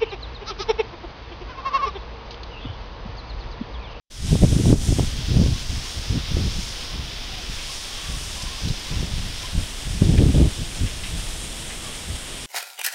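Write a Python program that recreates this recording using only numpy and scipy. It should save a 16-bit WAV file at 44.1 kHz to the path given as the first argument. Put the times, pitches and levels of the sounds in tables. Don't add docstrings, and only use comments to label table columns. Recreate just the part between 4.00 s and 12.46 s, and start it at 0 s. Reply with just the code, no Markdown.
import sys
import numpy as np
from scipy import signal
from scipy.fft import rfft, irfft, next_fast_len
from scipy.io import wavfile
from scipy.ndimage import uniform_filter1d, map_coordinates

SR = 44100
rng = np.random.default_rng(int(sys.argv[2]) if len(sys.argv) > 2 else 0)


def pcm_store(signal):
    levels = np.round(np.clip(np.atleast_2d(signal), -1, 1) * 32767)
    wavfile.write(sys.argv[1], SR, levels.astype(np.int16).T)


N = 373086
TIME = np.arange(N) / SR
COARSE_TIME = np.arange(0, N / SR, .001)

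# t/s at full strength, hold/s, level/dB
PORT_GUSTS = [(0.321, .025, -15.5), (0.419, .035, -13.5), (0.498, .11, -17), (0.656, 0.078, -13.5),
              (.89, 0.037, -16.5), (0.988, 0.045, -19), (1.299, 0.23, -19), (1.354, 0.063, -16),
              (1.69, .1, -27), (1.979, .01, -26), (2.101, 0.078, -21), (2.321, 0.16, -22),
              (2.571, 0.021, -26), (2.949, 0.083, -29.5), (3.499, 0.019, -30), (4.091, 0.076, -30.5),
              (4.44, 0.021, -30), (4.649, .06, -22.5), (4.925, .11, -24.5), (5.109, .08, -27.5),
              (5.553, .055, -22.5), (5.871, 0.12, -27), (6.025, 0.13, -16), (6.191, .105, -13.5),
              (6.351, .11, -14), (6.601, 0.021, -25.5), (6.819, 0.024, -19), (7.139, 0.039, -28),
              (8.098, 0.042, -27.5)]
# t/s, level/dB
PORT_BREEZE = [(.09, -54.5), (.24, -25.5), (1.2, -28), (1.88, -40), (2.4, -30), (2.8, -39), (3.4, -37),
               (3.85, -44), (4.25, -35), (4.83, -42), (5.25, -30.5), (5.4, -38), (6.75, -37.5),
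               (7.15, -32.5), (7.8, -42), (8.46, -43.5)]
def wind_db(attack_s=.018, release_s=.022):
    power = undb(np.interp(COARSE_TIME, *np.transpose(PORT_BREEZE))) ** 2
    for s, hold_s, db in PORT_GUSTS:
        early = np.maximum(s - COARSE_TIME, 0)
        late = np.maximum(COARSE_TIME - s - hold_s, 0)
        power += (undb(db) * np.exp(-early / attack_s - late / release_s)) ** 2
    return np.interp(TIME, COARSE_TIME, 10 * np.log10(power))


# f/Hz, level/dB
EDDY_SPECTRUM = [(8, -15), (30, 1.5), (85, 1.5), (130, -2), (200, -8.5), (300, -12.5), (420, -22),
                 (600, -30.5), (850, -42), (1300, -61), (2500, -88)]
def buffeting(reference_db=-17, db_per_octave=18, surge_octaves=.14, race_octaves=.4, steadiness=.86):
    gust_db = wind_db()
    speed = np.minimum(2 ** ((gust_db - reference_db) / db_per_octave), 1.1)
    near_eddy = sum(1 / (1 + ((COARSE_TIME - s) / .007) ** 2) for s, _, _ in STRONG_EDDIES)
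    near_eddy = np.minimum(np.interp(TIME, COARSE_TIME, near_eddy), 1)
    speed *= 2 ** (surge_octaves * wander(55) + race_octaves * near_eddy)
    patchy_air = rng.standard_normal(N) * undb(2.5 * wander(120))
    field = unit_rms(tint(patchy_air, EDDY_SPECTRUM))
    pressure = map_coordinates(field, [np.cumsum(speed)], order=3, mode="wrap")
    audible = signal.sosfiltfilt(signal.butter(2, 35, "highpass", fs=SR, output="sos"), pressure)
    energy = uniform_filter1d(uniform_filter1d(audible ** 2, size=1800), size=900)
    levelling = energy ** (-steadiness / 2)
    return pressure * levelling / np.std(audible * levelling) * undb(gust_db - .8)


# t/s, peak level/dB before rounding, core half-width/s
STRONG_EDDIES = [(.33, -7, 0.0016), (.355, -12.5, .0005), (.431, -3, 0.0022), (.436, -1.5, 0.00089),
                 (.448, -8.5, .0008), (.658, -13, 0.00049), (.705, -7, 0.0012), (.729, 0.5, .001),
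                 (.925, -7.5, 0.0011), (.987, -8, 0.001), (.996, -8, 0.00048), (1.37, -11, 0.00098),
                 (1.416, -4, .0019), (1.463, -11.5, .0011), (2.37, -10.5, .0012), (4.692, -21, .004),
                 (5.029, -14, 0.0013), (5.58, -8, 0.0033), (6.022, -0.5, 0.0014), (6.094, -6, 0.0023),
                 (6.189, -6, 0.0033), (6.348, -7.5, 0.0014), (6.406, -3, 0.0016), (6.416, 0, 0.0015),
                 (6.459, -10, 0.0014)]
def thumps(port_hz=1200, half_s=.02):
    out = np.zeros(N)
    t = np.arange(-half_s, half_s, 1 / SR)
    signs = rng.choice([-1, 1], len(STRONG_EDDIES))
    for (s, db, core_s), sign in zip(STRONG_EDDIES, signs):
        radius = t / core_s
        peak = (1 - radius ** 2) / (1 + radius ** 2) ** 2 * np.hanning(len(t))
        add(out, s - half_s, sign * undb(db) * peak)
    return signal.sosfiltfilt(signal.butter(4, port_hz, fs=SR, output="sos"), out)


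# t/s, level/dB at 2-4 kHz, sizzle/dB, airy top/dB
FOLIAGE_LEVELS = [(.12, -49.5, 0, -4.5), (.3, -40, -1.5, -1.5), (.93, -40.5, -1, 1), (1.2, -38, -.5, -11),
                  (1.92, -39, 0, -7.5), (2.28, -36.5, -1.5, -13.5), (2.64, -37.5, .5, -8),
                  (2.98, -37, -3, -14), (3.38, -36.3, -2.5, -13.5), (3.74, -38, -1, -4.5),
                  (4.0, -37, -3, -7.5), (4.2, -38.5, -3.5, -2), (4.6, -37.5, -1.5, -9),
                  (5.4, -37.5, -3, -7), (5.6, -39, -4.5, -2.5), (7.05, -39.5, -4.5, -1.5),
                  (7.35, -40, -6.5, 2), (8.4, -39.5, -7.5, 0.5)]
# f/Hz, level/dB
FOLIAGE_SPECTRUM = [(100, -11.5), (400, -5.5), (900, -5), (1350, -6), (2400, -4), (3300, -2), (4200, -4.5),
                    (5500, -3), (7600, -9.5), (9300, -14), (10800, -15), (12000, -20.5), (15700, -25)]
# f/Hz, width/Hz, gain/dB
DUCT_RESONANCES = [(3395, 1110, 4), (5150, 1000, 2.5), (8920, 1100, 6.5)]
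def foliage(grain_db=2.5, flutter_db=.53, shared_flutter_db=.43):
    level_db, sizzle_db, air_db = curves(FOLIAGE_LEVELS)
    size = next_fast_len(N)
    hz = np.fft.rfftfreq(size, 1 / SR)
    contacts = rng.standard_normal(N) * undb(grain_db * rng.standard_normal(N))
    duct_db = sum(db / (1 + (2 * (hz - f) / width) ** 2) for f, width, db in DUCT_RESONANCES)
    spectrum = rfft(contacts, size) * undb(colour_db(FOLIAGE_SPECTRUM, hz) + duct_db)
    body = irfft(spectrum * ((hz > 2000) & (hz < 4000)), size)
    spectrum /= body.std()
    octave = np.log2(np.clip(hz, 500, 16000))
    out = np.zeros(N)
    for centre_hz in 500 * 2 ** (np.arange(16) / 3):
        triangle = np.maximum(1 - 3 * abs(octave - np.log2(centre_hz)), 0)
        band = irfft(spectrum * triangle, size)[:N]
        sizzle = np.interp(centre_hz, [3200, 4950, 6500, 7800], [0, .94, 1.43, .48])
        air = np.interp(centre_hz, [5100, 6270, 8000, 10000, 15000], [.15, .75, 1.23, 1.07, .42])
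        treble_db = sizzle * (sizzle_db - sizzle_db.mean()) + air * (air_db - air_db.mean())
        out += band * undb(treble_db + flutter_db * wander(14))
    dip_db = np.interp(TIME, [.719, .752, .832], [0, -7, 0])
    return out * undb(level_db + dip_db + shared_flutter_db * wander(25))


# t/s, level/dB, centre f/Hz, 60 dB decay/s
NEAR_KNOCKS = [(3.584, -34, 2845, 0.16), (3.978, -33, 3290, 0.14), (4.421, -24, 5530, 0.039),
               (4.681, -26, 4844, 0.062), (6.177, -24, 2590, 0.064), (6.859, -35.5, 2910, 0.53),
               (7.034, -31.5, 2963, 0.28), (7.699, -34, 2580, 0.21)]
def knocks(rise_s=.0015):
    out = np.zeros(N)
    t = np.arange(SR // 2) / SR
    for s, db, hz, t60 in NEAR_KNOCKS:
        resonance = [(hz / 5, -40), (hz * .6, -7), (hz, 0), (hz * 1.5, -14), (hz * 4, -40)]
        burst = unit_rms(tint(rng.standard_normal(len(t)), resonance))
        envelope = (1 - np.exp(-t / rise_s)) * np.exp(-np.log(1000) * t / t60)
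        add(out, s, burst * undb(db) * envelope)
    return out


# t/s, level/dB
RUSH_LEVELS = [(0, -57), (.3, -45.5), (3, -48), (4.3, -49), (5.5, -47), (7.5, -43.5), (8.46, -43)]
# f/Hz, level/dB
RUSH_SPECTRUM = [(20, -11), (70, -10.5), (140, 0), (260, -1), (400, -5.5), (700, -10), (1200, -29),
                 (3000, -43)]
def valley_rush(swell_db=.94):
    level_db, = curves(RUSH_LEVELS)
    rush = unit_rms(tint(rng.standard_normal(N), RUSH_SPECTRUM))
    return rush * undb(level_db - swell_db * wander(5))


# middle t/s, length/s, f/Hz, glide/octaves per half length, level/dB
FAR_WHISTLES = [(1.587, 0.22, 1060, -0.068, -50), (1.879, .16, 1030, -.05, -48),
                (2.762, .15, 510, -0.014, -47.5), (2.9, .54, 1040, .05, -53.5),
                (3.346, 0.23, 760, 0.013, -49), (3.706, 0.098, 1090, 0.017, -43.5),
                (4.046, .5, 1140, 0.018, -51), (4.501, .38, 1065, 0.14, -46.5),
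                (4.878, 0.32, 1017, -.06, -53), (5.466, .11, 1010, -.04, -46),
                (7.88, .15, 1150, -0.054, -51)]
def whistles(waver=.028, roughness=.6):
    out = np.zeros(N)
    drift = wander(160) + wander(18) / 2
    flicker = wander(70)
    for s, length_s, hz, glide, db in FAR_WHISTLES:
        sweep = np.linspace(-1, 1, int(length_s * SR))
        here = int(s * SR) + np.arange(len(sweep)) - len(sweep) // 2
        pitch_hz = hz * 2 ** (glide * sweep) * (1 + waver * drift[here])
        tone = np.sqrt(2) * np.sin(2 * np.pi * np.cumsum(pitch_hz) / SR)
        swell = np.hanning(len(sweep)) * (1 + roughness * flicker[here])
        add(out, s - length_s / 2, undb(db) * swell * tone)
    return out


def undb(db):
    return 10 ** (np.asarray(db) / 20)


def unit_rms(x):
    return x / np.sqrt(np.mean(x ** 2))


def curves(table):
    s, *columns = np.transpose(table)
    return [np.interp(TIME, s, column) for column in columns]


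def colour_db(points, hz):
    f, db = np.transpose(points)
    return np.interp(np.log(hz + 1), np.log(f), db)


def tint(x, points):
    hz = np.fft.rfftfreq(len(x), 1 / SR)
    return irfft(rfft(x) * undb(colour_db(points, hz)), len(x))


def wander(rate):
    steps = rng.standard_normal(2048)
    return 1.28 * np.interp(TIME * rate, np.arange(len(steps)), steps)


def add(out, s, x):
    start = max(int(s * SR), 0)
    out[start:start + len(x)] += x[:len(out) - start]


def scene():
    return (buffeting() + thumps() + foliage() + valley_rush() + whistles() + knocks())[None]


def record(dry, open_s=.1, low_hz=7, ceiling=.92, top_hz=15700):
    opening = np.clip((TIME - open_s) / .012, .002, 1)
    sound = signal.sosfilt(signal.butter(1, low_hz, "highpass", fs=SR, output="sos"), dry * opening)
    rounded = sound / (1 + (sound / ceiling) ** 6) ** (1 / 6)
    return signal.sosfilt(signal.ellip(14, .1, 80, top_hz, fs=SR, output="sos"), rounded)


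dry = scene()
out = record(dry)
pcm_store(out)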